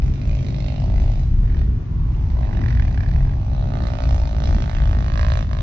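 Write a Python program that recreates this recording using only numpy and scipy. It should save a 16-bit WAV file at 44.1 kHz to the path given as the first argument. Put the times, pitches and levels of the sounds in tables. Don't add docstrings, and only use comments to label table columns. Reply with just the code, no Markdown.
import sys
import numpy as np
from scipy import signal
from scipy.fft import rfft, irfft, next_fast_len
from scipy.io import wavfile
from scipy.ndimage import uniform_filter1d, map_coordinates

SR = 44100
rng = np.random.default_rng(int(sys.argv[2]) if len(sys.argv) > 2 else 0)


def dump(signal):
    limited = np.clip(np.atleast_2d(signal).T, -1, 1)
    pcm = np.round(limited * 32767).astype(np.int16)
    wavfile.write(sys.argv[1], SR, pcm)


N = 247842


def bike():
    # time_s, firings_per_s
    speed = [(0.0, 50.8), (0.35, 52.35), (0.6, 50.25), (0.72, 51.47), (0.9, 49.55), (1.05, 50.78),
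             (1.25, 52.87), (1.95, 51.56), (2.8, 56.51), (3.1, 59.97), (3.47, 58.07), (3.75, 59.22),
             (3.97, 58.01), (4.1, 55.1), (4.28, 52.62), (4.6, 53.01), (5.05, 52.81), (5.62, 52.49)]
    # peak_s, length_s, extra_firings_per_s
    blips = [(2.193, 0.448, 15.141), (3.347, 0.235, 10.628), (3.613, 0.277, 7.292), (3.855, 0.186, 3.398),
             (4.018, 0.13, 3.0), (4.168, 0.144, 1.721), (4.357, 0.156, 2.506), (4.456, 0.166, 4.763),
             (4.77, 0.339, 3.931), (5.34, 0.568, 3.888)]
    # time_s, pitch_hz
    pipe_note = [(0, 716), (.3, 558), (.6, 605), (.85, 680), (1.25, 676), (1.8, 1107), (2.3, 869),
                 (3.4, 790), (3.75, 646)]
    # time_s, boom_db, treble_over_boom_db
    effort = [(0, -46.5, -2), (.17, -51.5, 0), (.3, -43, -5), (.5, -41, -6), (.7, -39.5, -9),
              (.85, -36.5, -14), (1.04, -38, -10), (1.235, -42, -13.5), (1.28, -64, 1.5),
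              (1.6, -57.5, -9.5), (1.85, -56.5, -26), (2.1, -44, -19.5), (2.35, -41.5, -14.5),
              (3.4, -41, -17), (3.62, -37, -16.5), (3.78, -36, -15.5), (4.06, -33, -8), (4.28, -37, -9),
              (4.5, -34.5, -8.5), (4.65, -37.5, -7.5), (4.8, -37, -10.5), (5, -37, -10.5),
              (5.32, -33, -5.5), (5.62, -38, -8.5)]
    # time_s, opening (0 light, 1 loaded, 2 wide open), upper_notes_db
    throttle = [(3.3, 0.059, -0.5), (3.68, 0.65, -2.5), (3.8, 1.18, -3), (4.1, 0.8, -1.5), (4.5, 0.59, 4),
                (4.75, 1.19, 2), (5.02, 1.14, 0.5), (5.17, 2, 1), (5.42, 1.5, 0), (5.62, 2.16, -4.5)]
    # pitch_hz, level_db
    boom_tone = [(300, -26.5), (450, -1), (570, 5.5), (950, 1), (1170, 2.5), (1400, -19.5), (3000, -32.5)]
    honk_tone = [(400, -20.5), (800, -8), (1130, 3.5), (1400, 2.5), (1700, -4.5), (3000, -26)]
    rasp_tone = [(1200, -22.5), (2000, 0), (2400, 0), (3200, -6.5), (3900, -6.5), (4600, -11.5),
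                 (6000, -22.5), (8000, -44.5)]
    sizzle_tone = [(2500, -22.5), (4300, -3), (5000, 1), (6000, 0), (6700, -7), (7400, -10), (8300, -40)]
    effort_db, hard_db = curves(effort)
    opening, upper_db = curves(throttle)
    light, loaded, wide = (np.clip(1 - np.abs(opening - state), 0, 1) for state in range(3))
    cut = bump(peak_s=5.468, length_s=.115)
    surge = sum(extra * bump(s, length) for s, length, extra in blips)
    full_load_db, blip_dip_db = -31.5, -2
    load = np.minimum(amp(effort_db - full_load_db), 1)
    blip_db = blip_dip_db * load * sum(bump(s, length) for s, length, _ in blips)
    level_db = effort_db - 14 * cut
    soft_db = level_db + 0.15 * blip_db
    sharp_db = level_db + hard_db + blip_db
    gain = lambda db, sharp_share: amp(db + soft_db + sharp_share * (sharp_db - soft_db))
    fired = firings(curves(speed)[0] + surge - 13 * cut, jitter_s=.00004)
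    pipe_hz = curves(pipe_note)[0][fired.astype(int)] * (1 + 0.0025 * rng.standard_normal(len(fired)))
    boom = amp(soft_db) * ring(booms(fired, pipe_hz, cycles=0.65, scatter_db=1.7), boom_tone)
    released = fired + .0012 * SR
    honk = ring(pops(released, pipe_hz, echo=0.27, scatter_db=3), honk_tone)
    honk *= gain(db=-8, sharp_share=0.75)
    pulses = -pops(released, pipe_hz, echo=0, scatter_db=1.56, count=1)
    blare = amp(soft_db) * pipe_blare(pulses, loaded, wide, upper_db)
    gas = pops(released, pipe_hz, echo=0.72, scatter_db=2.9)
    crack = ring(pulses, rasp_tone)
    rasp = gain(db=-3.5, sharp_share=0.88) * (jet(gas, rasp_tone, life_s=0.001) + crack)
    sizzle = gain(db=-10, sharp_share=0.84) * jet(gas, sizzle_tone, life_s=0.001)
    return light * (boom + honk) + blare + rasp + sizzle + metallic_rings(gas)


def pipe_blare(pulses, loaded, wide, upper_db):
    # pitch_hz, level_db
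    loaded_tone = [(250, -24.5), (450, -9.5), (590, 2), (720, 0.5), (810, -5.5), (890, -1.5), (1000, -17),
                   (1200, -3.5), (1390, -10), (1500, -7), (1650, -14), (1850, -9), (2200, -16.5),
                   (3000, -29.5), (7000, -40.5)]
    wide_tone = [(250, -25), (450, -9), (600, 1), (700, -3.5), (820, -18), (1050, -1), (1200, -2),
                 (1400, -15.5), (1650, -4.5), (1880, -6.5), (2150, -12.5), (2500, -21.5), (7000, -39)]
    notes = amp(3) * loaded * ring(pulses, loaded_tone) + amp(4.5) * wide * ring(pulses, wide_tone)
    upper = filtered(notes, lambda hz: hz ** 8 / (hz ** 8 + 1000 ** 8))
    return notes + (amp(upper_db) - 1) * upper


def metallic_rings(pulses):
    # peak_s, length_s, pitch_hz, width_hz, level_db
    spells = [(0.363, 0.75, 2330, 500, -52.5), (.52, .26, 3850, 900, -49.5), (0.663, 0.41, 3920, 900, -48),
              (0.75, 0.27, 2820, 397, -48.5), (2.02, .75, 1114, 130, -55), (4.17, 0.44, 882, 89, -41.5),
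              (4.758, .26, 1830, 504, -45.5), (3.615, 0.47, 3930, 706, -55.5),
              (3.82, 0.23, 3890, 910, -48.5), (4.093, 0.31, 5340, 1600, -48.5),
              (4.449, 0.34, 5670, 1010, -51.5), (4.455, .13, 3600, 1520, -43.5),
              (4.777, .24, 2900, 1200, -44.5), (5.61, .12, 3690, 700, -44)]
    out = np.zeros(N)
    for s, length, hz, width_hz, db in spells:
        b, a = signal.iirpeak(hz, hz / width_hz, SR)
        tone = signal.lfilter(b, a, signal.lfilter(b, a, puffs(pulses, life_s=.0004)))
        out += amp(db) * bump(s, length) * unit(tone)
    return out


def quad():
    # time_s, firings_per_s
    speed = [(1.411, 46.06), (1.534, 43.35), (2.367, 46.58), (2.521, 52.07), (2.623, 42.08), (2.716, 46.75),
             (2.92, 29.51), (3.157, 42.87), (3.334, 48.35)]
    # time_s, boom_db, bark_db
    effort = [(1.42, -54, -54), (1.6, -47, -44), (2.36, -39, -50), (2.55, -39, -45), (2.68, -44, -37),
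              (2.75, -42.5, -43), (2.8, -42, -37), (2.86, -40, -42.5), (2.93, -45.5, -45), (3, -40.5, -40),
              (3.07, -44, -44.5), (3.135, -44, -42), (3.22, -40.5, -48.5), (3.33, -49, -49)]
    # start_s, end_s
    bursts = [(1.418, 1.628), (2.365, 3.34)]
    # pitch_hz, level_db
    boom_tone = [(250, -24.5), (450, -11), (620, 4.5), (780, 5), (1050, -1), (1400, -27), (3000, -46.5)]
    bark_tone = [(700, -30.5), (1300, -2), (1600, 6.5), (1950, 4.5), (2400, -3), (3200, -13.5),
                 (6000, -33.5)]
    rasp_tone = [(1200, -32.5), (2400, 13.5), (3200, 6.5), (3900, 6), (4800, 3.5), (6000, -1.5),
                 (7000, -14.5), (8200, -44)]
    t = np.arange(N) / SR
    boom_db, bark_db = curves(effort)
    fired = np.maximum(firings(curves(speed)[0], jitter_s=0.0003) - .0008 * SR, 0)
    pipe_hz = 590 * (1 + 0.071 * rng.standard_normal(len(fired)))
    boom = ring(pops(fired, pipe_hz, echo=0.47, scatter_db=1.1), boom_tone)
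    gas = pops(fired, pipe_hz, echo=0.75, scatter_db=1.1)
    bark = unit(ring(gas, bark_tone) + amp(-1) * jet(gas, bark_tone, life_s=0.0008))
    rasp = jet(gas, rasp_tone, life_s=0.0012)
    is_open = sum(1. * (t > start) * (t < end) for start, end in bursts)
    throttle = uniform_filter1d(is_open, size=900)
    return throttle * (amp(boom_db) * boom + amp(bark_db) * (bark + amp(-8) * rasp))


def firings(rate, jitter_s):
    count = np.cumsum(rate) / SR
    fired = np.interp(np.arange(1, int(count[-1]) + 1), count, np.arange(N))
    return np.clip(fired + jitter_s * SR * rng.standard_normal(len(fired)), 0, N - 1)


def booms(fired, pipe_hz, cycles, scatter_db):
    age = np.arange(SR // 50)
    turns = pipe_hz[:, None] * age / SR
    size = amp(scatter_db * rng.standard_normal((len(fired), 1)))
    bursts = size * np.sin(2 * np.pi * turns) * turns * np.exp(-turns / cycles)
    where = np.round(fired).astype(int)[:, None] + age
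    return np.bincount(where.ravel(), bursts.ravel(), N)[:N]


def pops(fired, pipe_hz, echo, scatter_db, count=4):
    size = amp(scatter_db * rng.standard_normal(len(fired)))
    trips = np.arange(count)[:, None]
    where = np.round(fired + trips * SR / pipe_hz).astype(int)
    heights = size * echo ** (trips * (trips + 1) / 2)
    return np.bincount(where.ravel(), heights.ravel(), N)[:N]


def puffs(pulses, life_s):
    t = np.arange(SR // 50) / SR
    return signal.fftconvolve(pulses, np.exp(-t / life_s))[:N] * rng.standard_normal(N)


def jet(pulses, tone, life_s):
    return ring(puffs(pulses, life_s), tone)


def wind():
    # time_s, level_db
    strength = [(0, -1), (.82, -4.5), (1, 3.5), (1.35, -1.5), (1.6, 4), (1.9, -5), (2.4, 0.5), (3.1, 1.5),
                (3.6, -1.5), (3.85, -5), (4.13, 4), (4.7, 1), (5.42, 0), (5.62, -1)]
    flutter_level = [(0, -26.5), (1.4, -24), (2.3, -25.5), (3.1, -22), (3.7, -25), (4.2, -30.5),
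                     (4.65, -26.5), (5, -23.5), (5.62, -27.5)]
    # middle_s, depth_db
    lulls = [(.19, 8), (1.25, 2.5), (1.86, 5.5), (2.31, 3), (3.45, 4.5), (3.68, 0), (4.3, 7.5),
             (4.709, 5.5), (5.51, 3)]
    # peak_s, boost_db
    gusts = [(0.152, 5), (.5, 4), (0.901, 2.5), (1.7, 3.5), (2.619, 7.5), (3.78, 6.5), (4.552, 7.5), (5, 4)]
    # pitch_hz, level_db
    buffet_tone = [(8, -25.5), (20, -15), (33, -0.5), (60, 2), (78, -4), (105, -13.5), (160, -32.5),
                   (400, -87.5)]
    flutter_tone = [(50, -16.5), (95, 7), (145, 2.5), (175, -9.5), (250, -19), (500, -75.5)]
    swirl_tone = [(100, -13.5), (190, 1), (250, -4.5), (320, -7.5), (420, -14), (560, -30.5), (1200, -50.5),
                  (3000, -88.5)]
    air_tone = [(200, -10), (600, -0.5), (1100, -3.5), (2000, -10.5), (4000, -19.5), (6200, -23.5),
                (7100, -31), (7900, -61.5)]
    strength_db, = curves(strength)
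    lull_db = sum(db * bump(s, length_s=0.14) for s, db in lulls)
    gust_db = sum(db * bump(s, length_s=0.44) for s, db in gusts)
    gust_db -= 0.25 * np.arange(N) / SR
    blow = lambda db, follows, waver_db: amp(
        db + follows * (strength_db - lull_db) + waver_db * wobble(9.3))
    buffet = blow(db=-18, follows=0.83, waver_db=2.4) * eddies(buffet_tone, side_db=-21, evenness=0.89)
    flutter_db = curves(flutter_level)[0] - 0.74 * lull_db
    flutter = amp(flutter_db) * eddies(flutter_tone, side_db=-18.5, evenness=1)
    swirl_gain = blow(db=-37.5, follows=0.4, waver_db=0.37) * amp(gust_db)
    swirl = swirl_gain * eddies(swirl_tone, side_db=-6.5, evenness=0.18)
    air = amp(-49.5) * np.array([noise(air_tone), noise(air_tone)])
    return buffet + flutter + swirl + air


def eddies(tone, side_db, evenness):
    middle = noise(tone)
    swell = np.sqrt(np.abs(uniform_filter1d(middle ** 2, size=3000)) + 1e-6)
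    middle = unit(middle / swell ** evenness)
    side = amp(side_db) * noise(tone)
    return np.array([middle + side, middle - side])


def clink():
    start_s, pitch_hz, fade_s, level_db = 2.148, 2850, .03, -41
    age_s = np.maximum(np.arange(N) / SR - start_s, 0)
    return amp(level_db - 60 * age_s / fade_s) * np.sin(2 * np.pi * pitch_hz * age_s)


def buggy():
    # time_s, pitch_hz, level_db
    cruise = [(0, 134.8, -26), (.5, 128.4, -31.5), (.9, 125.2, -26.5), (1.4, 116.9, -39.5),
              (2.2, 115.8, -40.5), (2.7, 117.3, -27.5), (3.1, 132.9, -33), (3.7, 129.3, -31),
              (4.2, 134.7, -29.5), (4.7, 143.5, -36.5), (5.62, 140.5, -35.5)]
    # pitch_multiple, level_db
    tones = [(1, 0), (1.5, -13), (2, -12)]
    hz, db = curves(cruise)
    phase = 2 * np.pi * np.cumsum(hz * (1 + .02 * wobble(25))) / SR
    hum = sum(amp(level + 2 * wobble(7)) * np.sin(multiple * phase + rng.uniform(0, 2 * np.pi))
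              for multiple, level in tones)
    return amp(db - 0.5) * unit(hum)


def ground_scatter(x, count=16, fade_s=0.15):
    t = np.arange(SR // 12) / SR
    paths = rng.standard_normal((count, len(t))) * amp(-60 * t / fade_s) * (t > .001)
    paths /= np.linalg.norm(paths, axis=1, keepdims=True)
    distance = np.abs(np.linspace(0, count - 1, N) - np.arange(count)[:, None])
    blend = np.sqrt(np.clip(1 - distance, 0, 1))
    treble = filtered(x, lambda hz: hz ** 4 / (hz ** 4 + 950 ** 4))
    return amp(-3) * signal.oaconvolve(treble * blend, paths, axes=1).sum(0)[:N]


def pit_echo(x, block=4096):
    # pitch_hz, fade_s
    fade_times = [(400, 0.029), (1500, 0.19), (6000, 0.57)]
    echoes = np.zeros((2, N + SR))
    for start in range(0, N, block):
        hz, t, hiss = signal.stft(rng.standard_normal((2, SR // 3)), SR, nperseg=256)
        fade = amp(-60 * t / along(fade_times, hz)[:, None])
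        paths = signal.istft(hiss * fade, SR, nperseg=256)[1]
        paths *= amp(3) / np.linalg.norm(paths[0])
        echo = signal.fftconvolve(x[None, start:start + block], paths, axes=1)
        echoes[:, start:start + echo.shape[1]] += echo
    return echoes[:, :N]


def camera_shadow(x, lag_s=20.4 / SR):
    # pitch_hz, level_db
    shadow = [(350, -2.5), (500, -1), (620, -7), (800, -20), (1050, -17), (1300, -6), (2000, -11),
              (2500, -25.5), (3300, -5), (4100, -12.5), (5200, -4.5), (6700, -4)]
    # pitch_hz, phase_radians
    shift = [(350, -1.4), (430, -.6), (520, -2.5), (600, -3.5), (780, -3.5), (1000, -2), (1150, -0.15),
             (1600, -0.56), (2000, 0.82), (2400, -1.8), (2800, -1.7), (3300, -0.53), (4600, -1), (5300, 1),
             (7000, 5.5)]
    phase = lambda hz: along(shift, hz) - 2 * np.pi * hz * lag_s
    return filtered(x, lambda hz: amp(along(shadow, hz)) * np.exp(1j * phase(hz)))


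def amp(db):
    return 10 ** (np.asarray(db) / 20)


def unit(x):
    return x / np.sqrt(np.mean(x ** 2) + 1e-20)


def along(points, hz):
    pitches, values = np.transpose(points)
    return np.interp(np.log(hz + 1), np.log(pitches + 1), values)


def curves(rows):
    times, *columns = np.transpose(rows)
    return [np.interp(np.arange(N) / SR, times, column) for column in columns]


def bump(peak_s, length_s):
    return np.cos(np.pi * np.clip((np.arange(N) / SR - peak_s) / length_s, -.5, .5)) ** 2


def wobble(rate):
    return map_coordinates(rng.standard_normal(int(N * rate / SR) + 4), [np.arange(N) * rate / SR])


def filtered(x, response):
    size = next_fast_len(N + SR // 2)
    return irfft(rfft(x, size) * response(np.fft.rfftfreq(size, 1 / SR)), size)[..., :N]


def noise(tone):
    return unit(filtered(rng.standard_normal(N), lambda hz: amp(along(tone, hz))))


def ring(x, tone, size=2048):
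    cepstrum = irfft(np.log(amp(along(tone, np.fft.rfftfreq(size, 1 / SR)))))
    cepstrum[1:size // 2] *= 2
    cepstrum[size // 2 + 1:] = 0
    return unit(signal.fftconvolve(x, irfft(np.exp(rfft(cepstrum))))[:N])


def scene():
    # time_s, level_db
    echo_level = [(0, -3.5), (.8, -6), (1.5, -1), (2.6, -5.5), (4, -7.5), (5, -7.5), (5.3, -10.5)]
    bike_sound, quad_sound = bike(), quad()
    scattered = amp(curves(echo_level)[0]) * (bike_sound + amp(-3.5) * quad_sound)
    right = bike_sound + quad_sound + clink() + ground_scatter(scattered)
    echo = amp([[-7], [0]]) * pit_echo(scattered)
    background = amp([[.25], [-.25]]) * (wind() + buggy())
    return np.array([camera_shadow(right), right]) + echo + background


def record(dry):
    top_hz = 7700
    return filtered(dry, lambda hz: 1 / np.sqrt(1 + (hz / top_hz) ** 40))


dry = scene()
out = record(dry)
dump(out)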